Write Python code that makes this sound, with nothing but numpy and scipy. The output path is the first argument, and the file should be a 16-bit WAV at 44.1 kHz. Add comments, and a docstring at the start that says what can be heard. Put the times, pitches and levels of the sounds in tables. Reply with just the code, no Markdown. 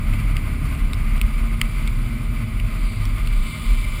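"""A car slows through a bend on a wet track, heard by the microphone of a camera in a case on its side.
The engine drones at low revs over a falling drivetrain hum and the rumble of the road.
Right at the microphone, eddies of wind make a deep, beating buffet.
Tyres hiss through the resonances of the case; spray fizzes on it and grows late in the bend,
and larger drops tick on its shell."""
import sys
import numpy as np
from scipy.fft import rfft, irfft, next_fast_len
from scipy.io import wavfile
from scipy.ndimage import map_coordinates

SR = 44100
rng = np.random.default_rng(int(sys.argv[2]) if len(sys.argv) > 2 else 0)


def transcribe(signal):
    """Save signal, clipped to [-1, 1], as a 16-bit WAV file at the path in sys.argv[1]."""
    frames = np.atleast_2d(signal).T
    limited = np.clip(frames, -1, 1)
    pcm = np.round(limited * 32767).astype(np.int16)
    wavfile.write(sys.argv[1], SR, pcm)


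N = 176400

# The engine, from the car's side. Each row: time in seconds, firing rate in Hz, then the levels
# of the fundamental and its octave in dB before their trims.
FIRING = [(0, 102.4, -32, -40.5), (.25, 103.6, -29.5, -39.5), (.7, 103, -44, -46.5), (1.0, 105.9, -42, -37),
          (1.25, 109.2, -41, -35.5), (1.5, 113, -42, -34.5), (1.85, 108.8, -32.5, -40),
          (2.25, 107.5, -47, -37), (2.6, 109.6, -32, -41), (3.0, 113.1, -38.5, -42.5),
          (3.45, 114, -48, -43), (3.72, 116.5, -38, -40.5), (4, 114.2, -36, -45.5)]
# Its weak upper harmonics. Each row: multiple of the firing rate, level in dB.
ENGINE_ORDERS = [(3, -53), (4, -64)]
FUNDAMENTAL_TRIM_DB, OCTAVE_TRIM_DB = -2.5, -1

def engine():
    """Cylinders firing at low revs make a slightly uneven drone."""
    hz, fundamental_db, octave_db = curves(FIRING)
    orders = [(1, fundamental_db + FUNDAMENTAL_TRIM_DB), (2, octave_db + OCTAVE_TRIM_DB)]
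    uneven_hz = hz * (1 + 0.0027 * wobble(29.6))
    return harmonics(uneven_hz, orders + ENGINE_ORDERS, waver_db=1.17, waver_rate=11)


# Hum that falls with road speed. Each row: time in seconds, pitch in Hz, then the levels of
# harmonics 1, 2 and 4 in dB before the trim.
DRIVE_HUM = [(0, 75.26, -29, -38.5, -56), (.3, 72.6, -31, -35, -48.5), (.7, 70.63, -29.5, -35, -46.5),
             (1.1, 68.44, -30.5, -47, -50), (1.5, 66, -36.5, -43, -50), (1.8, 63.33, -33, -35, -56),
             (2.05, 61, -33, -29, -37.5), (2.35, 58.32, -41, -31.5, -38.5), (2.7, 55.2, -42, -39, -54),
             (3.0, 52.2, -35, -27.5, -45), (3.4, 48.95, -38, -39, -43), (3.75, 46.5, -39, -38.5, -41.5),
             (4, 45.2, -32, -34, -44)]

def drivetrain(trim_db=-2):
    """The hum sinks as the car slows; each octave swells as it crosses a resonance of the body."""
    hz, *levels = curves(DRIVE_HUM)
    orders = [(2 ** octave, db) for octave, db in enumerate(levels)]
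    uneven_hz = hz * (1 + 0.0029 * wobble(29.4))
    return amp(trim_db) * harmonics(uneven_hz, orders, waver_db=1.9, waver_rate=12)


# The road, heard through the car body. Each row: frequency in Hz, relative level in dB.
RUMBLE_COLOUR = [(12, -38), (28, -26), (48, 1), (60, -3.5), (82, -8), (101, 0.5), (122, -12.5), (152, -5.5),
                 (182, -19.5), (218, -12.5), (255, -15), (300, -26.5), (400, -30), (550, -38), (900, -41),
                 (2000, -83)]
# Its course through the bend. Each row: time in seconds, level in dB.
RUMBLE_LEVEL = [(0, -26), (.7, -25.5), (1.3, -28.5), (2.4, -27.5), (3.2, -29), (3.55, -31), (4, -30.5)]

def road():
    """Rolling wheels rumble in the resonances of the car body."""
    db, = curves(RUMBLE_LEVEL)
    return amp(db) * coloured(rng.standard_normal(N), RUMBLE_COLOUR)


# Wind right on the camera. Each row: time in seconds, level in dB before the trim.
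BUFFET_LEVEL = [(0.0, -27.5), (0.13, -15), (0.15, -22.5), (0.3, -16.5), (0.52, -27.5), (0.53, -23.5),
                (0.73, -23.5), (0.77, -44), (0.82, -15), (0.93, -25.5), (1.15, -14), (1.21, -22),
                (1.25, -9), (1.31, -36), (1.34, -16.5), (1.56, -21), (1.59, -41), (1.64, -16.5),
                (1.69, -22), (2.04, -18.5), (2.1, -30), (2.15, -25.5), (2.37, -20.5), (2.42, -33),
                (2.62, -15.5), (2.68, -24.5), (2.87, -17.5), (2.94, -34), (3.0, -21), (3.13, -20),
                (3.17, -24), (3.3, -19.5), (3.4, -16), (3.48, -27.5), (3.61, -47), (3.66, -19.5),
                (3.74, -13.5), (3.85, -23), (4.0, -26)]
# The churning air under the throb. Each row: frequency in Hz, relative level in dB.
CHURN_COLOUR = [(10, -45), (26, 2), (33, -19), (46, 11.5), (56, 3.5), (80, -50), (200, -140)]

def wind(throb_hz=36.08, wander_hz=3.678, churn_db=-12, trim_db=-0.5):
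    """Eddies shed past the camera make a deep throb that beats, swells and collapses."""
    db, = curves(BUFFET_LEVEL)
    throb = tone(throb_hz + wander_hz * wobble(18))
    churn = amp(churn_db) * coloured(rng.standard_normal(N), CHURN_COLOUR)
    return amp(db + trim_db + 1.26 * wobble(22.31)) * (throb + churn)


# Wet tyres, heard from inside the case. Each row: frequency in Hz, relative level in dB.
HISS_COLOUR = [(250, -10), (450, -19), (540, -8), (630, -0.5), (770, -10.5), (920, -6), (970, -6),
               (1060, 3.5), (1130, -1), (1220, 6), (1370, -3), (1460, 0.5), (1600, -5), (1850, -6.5),
               (2050, 4.5), (2320, 2.5), (2850, -6.5), (3600, -14.5), (4350, -16), (4700, -13),
               (5100, -23.5), (5600, -21.5), (6020, -34.5), (6500, -20), (7000, -33.5), (7320, -13),
               (7650, -24.5), (9000, -16), (9750, -10), (10000, -9.5), (10250, -28), (10850, -13.5),
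               (11300, -36), (11650, -23), (12000, -11.5), (12600, -37), (13200, -14), (13700, -30),
               (14200, -9.5), (14750, -19), (15200, -25), (15600, -48)]
# The hiss eases as the car slows. Each row: time in seconds, level in dB before the trim.
HISS_LEVEL = [(0, -37.5), (.7, -38), (1.2, -38), (1.45, -40), (1.76, -38), (2.3, -40), (2.9, -39.5),
              (3.4, -40), (3.72, -40.5), (4, -42)]

def tyres(flutter_db=1.5, trim_db=-1):
    """Tyres on wet tarmac make a fluttering hiss."""
    db, = curves(HISS_LEVEL)
    gain = amp(db + trim_db + flutter_db * wobble(35.14))
    return gain * coloured(rng.standard_normal(N), HISS_COLOUR)


# Fine spray on the case, then the ringing it excites. Each row: time in seconds, level in dB.
FIZZ_LEVEL = [(0, -66), (1.35, -62), (1.65, -57), (2.1, -58), (2.6, -63), (2.9, -47), (3.15, -57.5),
              (3.5, -44.5), (4, -53)]
RING_LEVEL = [(0, -46), (1.1, -48.5), (1.33, -42.5), (1.48, -47.5), (1.75, -42), (2.2, -47), (2.6, -46.5),
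              (3.2, -43.5), (3.45, -39.5), (3.72, -36.5), (4, -37)]
# The fizz, close up. Each row: frequency in Hz, relative level in dB.
FIZZ_COLOUR = [(800, -39), (2000, -16), (3000, 8.5), (3900, 7), (4400, 6.5), (4800, 0), (5200, -52),
               (6000, -17), (6900, -16), (7600, 2), (9200, 3.5), (10200, -28), (12000, -44), (14500, -10),
               (15600, -26)]
# Resonances of the case around the microphone. Each row: centre in Hz, width in Hz, relative level in dB.
CASE_MODES = [(617, 36, -9), (1068, 37, -7.5), (1205, 70, -3), (1399, 7.5, -4), (2119, 42, 0.5),
              (2301, 35.5, 5.5), (2626, 76, -10), (2950, 87, -8), (3395, 57, -10), (4630, 37, -12),
              (9690, 32, -5.5), (14300, 55, -11.5)]
# Bands of the ringing that the case swallows or passes. Each row: frequency in Hz, relative gain in dB.
CASE_HOLLOWS = [(5000, 1.5), (6020, -12.5), (7200, 8.5), (10800, 1), (11300, -6), (12700, 2), (13200, 3)]

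def spray():
    """Thousands of droplets a second fizz on the case and set it ringing."""
    def case_response(hz):
        modes = sum(amp(db) * 1j * hz * width / (centre ** 2 - hz ** 2 + 1j * hz * width)
                    for centre, width, db in CASE_MODES)
        return modes * amp(along(CASE_HOLLOWS, hz))

    fizz_db, = curves(FIZZ_LEVEL)
    ring_db, = curves(RING_LEVEL)
    ring = unit(filtered(droplets(), case_response))
    fizz = coloured(droplets(), FIZZ_COLOUR)
    return amp(fizz_db) * fizz + amp(ring_db) * ring


def droplets(per_second=5000, scatter_db=5.5):
    """Tiny impacts of scattered size land at random."""
    lands = rng.random(N) < per_second / SR
    polarity = rng.choice([-1, 1], N)
    return lands * polarity * amp(scatter_db * rng.standard_normal(N))


# Large drops on the case, right by the microphone. Each row: start in seconds, energy in dB, treble tilt
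# in dB an octave, pitch of the struck spot in Hz, level of its ping over the tick in dB.
DROPS = [(0.136, -13.5, 2, 2500, 1.5), (0.3676, -4, -2, 4800, -14), (0.7497, -15, -2, 2000, -12),
         (0.9332, -5, 1.5, 3750, -5.5), (0.9427, -16, 1, 5180, -8), (1.1788, -18, 1, 2300, -12),
         (1.2141, 1.5, 3.5, 2602, 1), (1.6143, 8, -2, 3200, -10), (1.8755, -7.5, 1, 3486, -2),
         (2.5993, -8.5, -1.5, 2760, -5), (3.0539, -10.5, 1, 5520, -10), (3.2731, -9, 1.5, 4180, -5)]
# The tick of a drop before its tilt. Each row: frequency in Hz, relative level in dB.
TICK_COLOUR = [(550, -28), (850, -12), (1250, 7), (1650, -13), (2100, 7.5), (3400, 1), (4100, -6),
               (5100, -6), (6100, -23.5), (7200, -7.5), (9300, -3.5), (10600, -13), (12000, -37),
               (14600, -2.5), (16500, -32)]
SPLASH_T60_S, SPLASH_ATTACK_S, SPLASH_GAIN = 0.013, 0.0004, 0.37
PING_T60_S, PING_ATTACK_S = 0.0055, 0.00054

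def drops(size=1024):
    """Each large drop is a sharp tick, a few milliseconds of splash and a short ping of the struck spot."""
    out = np.zeros(N + size)
    t, hz = np.arange(size) / SR, np.fft.rfftfreq(size, 1 / SR)
    splash_envelope = amp(-60 * t / SPLASH_T60_S) * (1 - np.exp(-t / SPLASH_ATTACK_S))
    ping_envelope = amp(-60 * t / PING_T60_S) * (1 - np.exp(-(t / PING_ATTACK_S) ** 2))
    for start, db, tilt_db, spot_hz, ping_db in DROPS:
        force = SPLASH_GAIN * rng.standard_normal(size) * splash_envelope
        force[np.argmin(np.abs(t - SPLASH_ATTACK_S))] = 1  # the impact itself
        colour_db = along(TICK_COLOUR, hz) + tilt_db * np.log2(1 + hz / spot_hz)
        tick = np.convolve(force, causal(amp(colour_db), size))[:size]
        ping = np.sin(2 * np.pi * (spot_hz * t + rng.random())) * ping_envelope
        hit = unit(tick) + amp(ping_db) * unit(ping)
        out[round(start * SR):][:size] += amp(db) * hit / np.linalg.norm(hit)
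    return out[:N]


# A close swish late in the bend. Each row: time in seconds, level in dB.
SWISH_LEVEL = [(2.5, -74), (2.75, -61), (2.92, -52), (3.1, -61), (3.3, -79)]
# Its narrow band of treble. Each row: frequency in Hz, relative level in dB.
SWISH_COLOUR = [(1500, -50), (3500, -8), (4100, 7), (4800, 17), (5200, -35)]

def swish():
    """A short sheet of spray brushes the case."""
    db, = curves(SWISH_LEVEL)
    return amp(db) * coloured(droplets(), SWISH_COLOUR)


# A faint whine behind the engine. Each row: time in seconds, level in dB.
WHINE_LEVEL = [(1.9, -77), (2.4, -54.5), (2.95, -59), (3.3, -72)]

def whine(firing_multiple=5.7):
    """A belt-driven part, locked to the engine speed, sings briefly as the revs climb."""
    hz = firing_multiple * curves(FIRING)[0]
    db, = curves(WHINE_LEVEL)
    gain = amp(db + 1.38 * wobble(10.5))
    return gain * tone(hz * (1 + 0.00675 * wobble(30.36)))


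def amp(db):
    """Decibels to gain."""
    return 10 ** (np.asarray(db) / 20)


def unit(x):
    """Scale to rms 1."""
    return x / np.sqrt(np.mean(x ** 2) + 1e-20)


def along(points, hz):
    """Interpolate (Hz, value) points on a log frequency axis."""
    points_hz, values = np.transpose(points)
    return np.interp(np.log(hz + 1), np.log(points_hz + 1), values)


def curves(rows):
    """One value per sample for each column after the time."""
    seconds, *columns = np.transpose(rows)
    return [np.interp(np.arange(N) / SR, seconds, column) for column in columns]


def wobble(rate):
    """A smooth random curve, rate knots a second."""
    knots = rng.standard_normal(4096)
    return map_coordinates(knots, [np.arange(N) * rate / SR], mode="wrap")


def filtered(x, response):
    """Filter x by a complex response, given as a function of Hz."""
    size = next_fast_len(N + SR // 2)
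    return irfft(rfft(x, size) * response(np.fft.rfftfreq(size, 1 / SR)), size)[:N]


def coloured(x, spectrum):
    """Shape x by (Hz, dB) points, at rms 1."""
    return unit(filtered(x, lambda hz: amp(along(spectrum, hz))))


def causal(gain, size):
    """The minimum-phase impulse response with this gain."""
    cepstrum = irfft(np.log(np.maximum(gain, 1e-6)))
    fold = 1 + np.sign(size // 2 - np.arange(size))
    fold[0] = 1
    return irfft(np.exp(rfft(cepstrum * fold)))


def tone(hz):
    """A sine of rms 1 following a pitch curve."""
    return np.sqrt(2) * np.sin(2 * np.pi * (np.cumsum(hz) / SR + rng.random()))


def harmonics(hz, orders, waver_db, waver_rate):
    """Shaft harmonics from (multiple, dB) pairs, each wavering in level on its own."""
    return sum(amp(db + waver_db * wobble(waver_rate)) * tone(round(k) * hz) for k, db in orders)


def scene():
    """Car, wind and water meet at the one microphone on the car's side."""
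    return (engine() + whine() + drivetrain() + wind() + road() + tyres() + spray() + swish() + drops())[None]


BAND_LIMIT_HZ = 15900

def record(dry):
    """The camera keeps nothing above its band limit."""
    return np.array([filtered(channel, lambda hz: hz < BAND_LIMIT_HZ) for channel in dry])


dry = scene()
out = record(dry)
transcribe(out)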